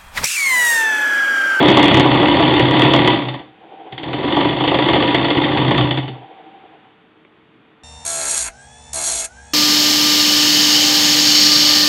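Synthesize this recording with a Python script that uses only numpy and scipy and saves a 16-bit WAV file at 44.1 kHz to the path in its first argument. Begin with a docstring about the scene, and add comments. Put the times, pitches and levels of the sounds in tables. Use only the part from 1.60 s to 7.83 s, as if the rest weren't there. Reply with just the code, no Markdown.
"""A small motor with an off-centre weight shakes a homemade gadget on a wooden table: the frame hops and
knocks, loose boards chatter, and the case and table top boom. Near 2 s the motor slows to a soft whirr,
then speeds up for a second burst of rattling. After 4.5 s it winds down, and at 5.65 s the parts settle
with a light tick. Faint fan hum and room air lie under it all. The microphone hears little high treble,
and it overloads on the hardest knocks."""
import sys
import numpy as np
from scipy import signal
from scipy.fft import rfft, irfft, next_fast_len
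from scipy.io import wavfile
from scipy.ndimage import uniform_filter1d

SR = 44100
rng = np.random.default_rng(int(sys.argv[2]) if len(sys.argv) > 2 else 0)


def transcribe(u):
    """Save the signal u as a 16-bit wav file named by the first command-line argument.

    u: samples, shape (n,) or (channels, n), limited to [-1, 1]; the rate is SR.
    q: integer samples, one column per channel.
    """
    v = np.clip(np.atleast_2d(u).T, -1, 1)
    q = np.round(v * 32767).astype(np.int16)
    wavfile.write(sys.argv[1], SR, q)


N = 274963
TIME = np.arange(N) / SR


# how fast the motor spins: (time [s], speed [turns/s])
MOTOR_SPEED = [(0, 35.1), (0.5, 34.7), (0.8, 36.2), (1.0, 34.5), (1.3, 36.2), (1.6, 34.3), (1.75, 18),
               (1.92, 6), (2.15, 13.3), (2.5, 19.4), (3.0, 27.1), (3.2, 27.4), (4.25, 31.5), (4.55, 14),
               (5.05, 11), (5.5, 3)]
def motor_spin():
    """The motor's speed, and the number of turns it has made so far."""
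    speed = np.interp(TIME, *np.transpose(MOTOR_SPEED))
    return speed, np.cumsum(speed) / SR


# how hard the gadget shakes, one list per burst, 0 dB is full shaking: (time [s], level [dB])
SHAKE_LEVELS = [
    [(0, 2), (0.35, 0), (0.55, -1.5), (0.82, -0.5), (1.08, -2.5), (1.25, 0), (1.53, -2.5), (1.66, -13.5),
     (1.8, -22.5), (1.93, -43.5)],
    [(2.3, -34.5), (2.46, -14.5), (2.65, -8), (2.82, -2.5), (2.95, -8.5), (3.1, -5), (3.38, -3),
     (3.7, -5.5), (4.2, -5), (4.42, -16), (4.68, -41)],
]
# how hard the big landings hit: (time [s], boards [dB], frame [dB], case [dB], microphone crackle [dB])
HARD_KNOCKS = [(0.0837, 0, -20.5, -3.5, -32), (0.1695, -3.5, -4.5, -10.5, -39), (0.1924, -6, -6, -7, -38),
               (0.2296, 0, -10, -6.5, -22), (0.2808, 1, -11, -9.5, -44), (0.3431, -2, -15.5, -6.5, -44),
               (0.3684, -6.5, -8, -3.5, -39), (0.3965, -1.5, -7.5, -6.5, -41),
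               (0.4564, -19.5, -6.5, -11.5, -42), (0.5482, -11, -9, -11, -50), (0.6275, -12, -7, -8.5, -38),
               (0.6824, -6.5, -17.5, -6.5, -45), (0.8004, -15, -7, -17.5, -53),
               (0.9378, -7, -25, -7.5, -39), (0.9946, -5.5, -12.5, -10.5, -34), (1.2196, -2, -12, -15, -28),
               (1.3359, -1.5, -6, -12.5, -39), (1.475, -2.5, -6.5, -10.5, -42),
               (1.6847, -13, -21.5, -31, -67), (1.741, -19, -24.5, -28, -73), (2.3238, -21, -39, -37, -73),
               (2.379, -15.5, -41, -32.5, -70), (2.4319, -16.5, -30, -30, -71),
               (2.5316, -12, -22.5, -25.5, -67), (2.6434, -16.5, -24.5, -13, -74),
               (2.7674, -11.5, -8.5, -10.5, -51), (2.8065, -10, -16, -22, -64),
               (2.8504, -18.5, -17, -11.5, -58), (3.0074, -11.5, -13, -12.5, -63),
               (3.039, -8.5, -13, -23, -62), (3.0774, -5.5, -12.5, -17.5, -61), (3.1153, -14, -8, -22, -60),
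               (3.1423, -8, -9, -20, -45), (3.187, -4, -8.5, -18.5, -57), (3.2857, -5.5, -7.5, -10, -38),
               (3.3331, -2.5, -9.5, -13, -45), (3.3555, -9, -8.5, -14, -50), (3.4241, -8, -10, -28.5, -57),
               (3.4764, -6, -29, -18.5, -56), (3.5459, -0.5, -11.5, -18, -41),
               (3.6456, -6.5, -17, -20.5, -59), (3.703, -6, -12.5, -18, -62), (3.7704, -7, -23, -7, -60),
               (3.8367, -7, -25, -16, -67), (3.9721, -5.5, -12.5, -18.5, -50),
               (4.1085, -6, -10.5, -11, -43), (4.179, -5, -13, -15, -37), (4.2348, -30, -22, -11, -57),
               (4.3089, -10, -20, -15.5, -63), (4.374, -8.5, -18.5, -15.5, -66),
               (4.4796, -19, -32, -23.5, -74)]
def rattle(turns):
    """The spinning weight makes the gadget hop and chatter, which sets each of its parts ringing."""
    shaking_db = over_bursts(SHAKE_LEVELS)
    times, clack_db, clunk_db, thud_db, _ = np.transpose(HARD_KNOCKS)
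    landings = hops(turns, shaking_db, times)
    clacks = impulses(times, clack_db) + landings
    clunks = impulses(times, clunk_db) + from_db(-6) * landings
    thuds = impulses(times, thud_db) + from_db(-4.5) * landings
    # the weight throws the loose parts against their stops twice a turn, one way harder
    angle = 2 * np.pi * turns
    swing = from_db(1.2 * np.cos(angle) + 3 * np.cos(2 * angle))
    chatter = from_db(-18 + 1.183 * shaking_db) * swing * tiny_taps(per_s=2400, spread_db=3)
    board_blows = blows(clacks, crack=7.5, settle_s=0.095, bounces_per_s=4000)
    board_force = from_db(10) * chatter + from_db(1) * board_blows
    frame_force = from_db(6.5) * chatter + blows(clunks, crack=11.1, settle_s=0.11, bounces_per_s=3000)
    case_force = from_db(5.5) * chatter + blows(thuds, crack=7.4, settle_s=0.094, bounces_per_s=3000)
    return (board_clatter(board_force) + frame_clunk(frame_force, clunks, shaking_db)
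            + case_thud(case_force, thuds, shaking_db) + table_boom(case_force))


def hops(turns, shaking_db, knock_times, lead_turns=0.03, clear_s=0.018):
    """The frame lands once a turn, except where a hard knock falls close by."""
    count = np.floor(turns + lead_turns)
    at = np.flatnonzero(np.diff(count) > 0)
    limp_db = 1.5 * (-1) ** count[at]  # every other landing is stronger
    chance_db = 2.66 * rng.standard_normal(N)[:len(at)]
    db = -12 + shaking_db[at] + limp_db + chance_db
    free = np.abs(TIME[at, None] - knock_times).min(axis=1) > clear_s
    return impulses(TIME[at][free], db[free])


# notes the circuit boards ring at; a wider note dies sooner: (pitch [Hz], width [Hz], level [dB])
BOARD_NOTES = [(1360, 240, -9.5), (1809, 108, 0.5), (1926, 145, 1.5), (2135, 144, 2), (2208, 117, 1),
               (2693, 330, -3.5), (3005, 74, 0.5), (3040, 22, 0.5), (3156, 268, -2), (3457, 160, 2),
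               (3590, 78, 2.5), (4363, 503, 1)]
def board_clatter(force):
    """The loose circuit boards ring high and briefly when struck."""
    return resonate(with_room(force), BOARD_NOTES)


# notes the frame rings at: (pitch [Hz], width [Hz], level [dB])
FRAME_NOTES = [(449, 73, -4), (529.6, 12, 2), (566.5, 21.4, -0.5), (675, 43, -2), (778.3, 47, -0.5),
               (814, 28, -1), (855, 40.3, -1), (967.5, 34.3, 0.5), (1069.6, 36, -6), (1151, 81, -1),
               (1188, 149, -7)]
def frame_clunk(force, hits, shaking_db):
    """The frame rings at a middle pitch, as strongly as it is shaken and hit."""
    loudness = ring_level(-17 + 0.99 * shaking_db, hits, hit_db=-7, fade_s=0.14)
    return loudness * evened(resonate(with_room(force), FRAME_NOTES), span_s=0.06)


# notes the case rings at: (pitch [Hz], width [Hz], level [dB])
CASE_NOTES = [(86, 78, -17.5), (175, 90, -12.5), (241.8, 35, -7), (275.5, 33.6, -2), (300.4, 19, 1.5),
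              (335.7, 16.4, -0.5), (394.6, 35, -13)]
def case_thud(force, hits, shaking_db):
    """The case rings lower than the frame, and a little longer after each hit."""
    loudness = ring_level(-14.5 + shaking_db, hits, hit_db=-5, fade_s=0.19)
    return loudness * evened(resonate(with_room(force), CASE_NOTES), span_s=0.05)


# the table top's one low note: (pitch [Hz], width [Hz], level [dB])
TABLE_NOTE = [(128.9, 8, 2)]
# how loud it booms, one list per burst: (time [s], level [dB])
BOOM_LEVELS = [
    [(0, -25.5), (0.38, -30.5), (0.52, -15.5), (0.72, -34), (1.0, -18.5), (1.3, -19.5), (1.55, -25),
     (1.75, -29.5), (1.92, -50)],
    [(2.33, -39.5), (2.5, -29.5), (2.75, -39.5), (2.93, -21.5), (3.05, -31), (3.78, -29), (4.15, -17.5),
     (4.55, -27), (4.75, -58)],
]
def table_boom(force):
    """The shaken table top booms, swelling and fading through each burst."""
    return from_db(over_bursts(BOOM_LEVELS)) * evened(resonate(force, TABLE_NOTE), span_s=0.15)


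# notes the motor's metal shell rings at: (pitch [Hz], width [Hz], level [dB])
SHELL_NOTES = [(317, 14, 2), (444, 84, -6), (772, 36, 5.5), (984, 170, -15), (1890, 60, -44),
               (2140, 120, -34), (3140, 160, -22)]
def whirr(speed, turns, full_turns_per_s=14.3, lag_turns=0.28):
    """The motor's brushes hiss and scrape over its spinning contacts six times a turn, ringing its shell."""
    scrape = from_db(1.4 * np.cos(12 * np.pi * turns)) * tiny_taps(per_s=5200, spread_db=5)
    shell = evened(filtered(resonate(scrape, SHELL_NOTES), 2, 3800), span_s=0.024)
    hiss = rms_one(filtered(rng.standard_normal(N), 2, [180, 4000], "band"))
    effort = np.minimum(speed / full_turns_per_s, 1)  # faster is louder, up to a limit
    speeding_up = 1.0 * (np.gradient(speed) > 0)
    driven_db = 2.5 * uniform_filter1d(speeding_up, size=2000)  # louder under power than coasting
    throb_db = 3.5 * np.cos(2 * np.pi * (turns - lag_turns))  # one throb a turn
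    return from_db(-41 + driven_db + throb_db) * effort ** 2.35 * shell + from_db(-50.5) * effort * hiss


# notes the settling part rings at: (pitch [Hz], width [Hz], level [dB])
TICK_NOTES = [(168, 120, 2), (400, 200, 1), (900, 400, -8), (2240, 250, -6.5)]
def settling_tick(at_s=5.65):
    """One light tick as the parts come to rest."""
    tap = blows(impulses(at_s, db=-29), crack=10, settle_s=0.04, bounces_per_s=2300)
    return resonate(tap, TICK_NOTES)


# the tones in the fan's hum: (pitch [Hz], level [dB])
FAN_TONES = [(156.1, -87), (312.2, -63), (446.3, -63), (766, -87.5), (884, -76), (991, -80.5), (1912, -75)]
def fan_hum():
    """A fan hums with a few faint, steady tones."""
    return sum(from_db(db) * np.sqrt(2) * np.sin(2 * np.pi * (hz * TIME + rng.random()))
               for hz, db in FAN_TONES)


# how strong the room's noise is from low to high: (pitch [Hz], level [dB])
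AIR_SHAPE = [(25, -11.5), (55, -16), (85, -9), (150, 0.5), (330, 1), (560, -8.5), (1200, -7.5),
             (2000, -12.5), (3400, -15.5), (4400, -14.5), (6500, -36)]
def room_air():
    """The air in the room makes a soft, low rush."""
    return from_db(-53.5) * rms_one(coloured(rng.standard_normal(N), AIR_SHAPE))


def with_room(x, fade_s=0.38, echo_db=-9):
    """Close walls and the table top add a short blur of echoes."""
    t = TIME[:SR // 2]
    tail = rng.standard_normal(len(t)) * from_db(-60 * t / fade_s) * (t > 0.004)
    return x + from_db(echo_db) * signal.fftconvolve(x, tail / np.linalg.norm(tail))[:N]


def blows(hits, crack, settle_s, bounces_per_s):
    """Each blow is one sharp hit, a quick scatter of taps and a dying flurry of bounces."""
    strength = dying(hits, settle_s) + from_db(-2.5) * dying(hits, fade_s=0.005)
    return crack * hits + strength * tiny_taps(bounces_per_s, spread_db=-1)


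def tiny_taps(per_s, spread_db):
    """Tiny taps at random moments, some stronger than others."""
    sizes = from_db(spread_db * np.clip(rng.standard_normal(N), -2, 2)) * rng.choice([-1, 1], N)
    return rms_one(sizes * (rng.random(N) < per_s / SR))


def resonate(x, notes):
    """A struck part rings at all its notes at once; every other note is added upside down."""
    out = 0
    for k, (hz, width, db) in enumerate(notes):
        decay = np.exp(-np.pi * width / SR)
        feedback = [1, -2 * decay * np.cos(2 * np.pi * hz / SR), decay ** 2]
        ring = signal.lfilter([1, 0, -1], feedback, x + 1e-18)
        out = out + (-1) ** k * from_db(db) * (1 - decay ** 2) / 2 * ring
    return out


def ring_level(shaken_db, hits, hit_db, fade_s):
    """How loud a heavy part is: steady shaking plus the dying energy of each landing."""
    energy = from_db(shaken_db) ** 2 + dying((from_db(hit_db) * hits) ** 2, fade_s / 2)
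    return uniform_filter1d(np.sqrt(energy), size=130)


def impulses(times, db):
    """One click of the given level at each time."""
    hits = np.zeros(N)
    hits[np.round(np.asarray(times) * SR).astype(int)] = from_db(db)
    return hits


def dying(hits, fade_s):
    """Give each click a tail that falls 60 dB in fade_s."""
    return signal.lfilter([1], [1, -from_db(-60 / (fade_s * SR))], hits + 1e-18)


def over_bursts(curves):
    """Join each burst's points into a level in dB, silent outside the bursts."""
    return np.max([np.interp(TIME, *np.transpose(rows), left=-120, right=-120) for rows in curves], axis=0)


def evened(x, span_s):
    """Even out loudness changes slower than span_s, keeping the quick ones."""
    size = int(span_s * SR)
    power = uniform_filter1d(uniform_filter1d(x * x, size), size)
    return x / np.sqrt(np.abs(power) + 1e-14)


def coloured(x, points):
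    """Turn pitches up or down along a curve of (pitch [Hz], level [dB]) points."""
    hz, db = np.transpose(points)
    size = next_fast_len(N + 4096)
    pitches = np.maximum(np.arange(size // 2 + 1) * SR / size, 1)
    gain = from_db(np.interp(np.log(pitches), np.log(hz), db))
    return irfft(rfft(x, size) * gain, size)[:N]


def filtered(x, steepness, hz, keep="low"):
    """Keep the lows, the highs or a band between."""
    return signal.sosfilt(signal.butter(steepness, hz, keep, fs=SR, output="sos"), x)


def from_db(db):
    """Turn decibels into a number to multiply by."""
    return 10 ** (np.asarray(db) / 20)


def rms_one(x):
    """Scale a sound to an average power of one."""
    return x / np.sqrt(np.mean(x ** 2) + 1e-20)


def scene():
    """The spinning motor drives both the rattle and the whirr, in a quiet room."""
    speed, turns = motor_spin()
    motor = rattle(turns) + whirr(speed, turns)
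    return (motor + room_air() + fan_hum() + settling_tick())[None]


def microphone_crackle():
    """A very short, bright crackle on each hard knock."""
    times, *_, crackle_db = np.transpose(HARD_KNOCKS)
    bursts = dying(impulses(times, crackle_db), fade_s=0.0088) * rng.standard_normal(N)
    bright = filtered(bursts, 3, 4800, "high")
    return from_db(9) * filtered(bright, 2, 6000)


# how well the microphone hears from low to high: (pitch [Hz], level [dB])
MICROPHONE_SHAPE = [(15, -17), (60, 0), (3550, 1), (3750, -4), (4000, -16), (4450, -15.5), (4720, -18),
                    (5000, -40), (6600, -34), (7350, -19.5), (7900, -33), (8400, -27), (9500, -36),
                    (15000, -40.5)]
def record(dry, ceiling=0.9, hardness=14, dull_hz=10000, cutoff_hz=15800):
    """The microphone squashes the highest peaks, adds crackle and faint hiss, and dulls the treble."""
    heard = coloured(dry[0], MICROPHONE_SHAPE)
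    squashed = heard / (1 + np.abs(heard / ceiling) ** hardness) ** (1 / hardness)
    hiss = from_db(-82) * rms_one(signal.lfilter([1], [1, -0.75], rng.standard_normal(N)))
    dulled = filtered(squashed + microphone_crackle() + hiss, 1, dull_hz)
    return signal.sosfilt(signal.cheby2(14, 60, cutoff_hz, fs=SR, output="sos"), dulled)[None]


dry = scene()
out = record(dry)
transcribe(out)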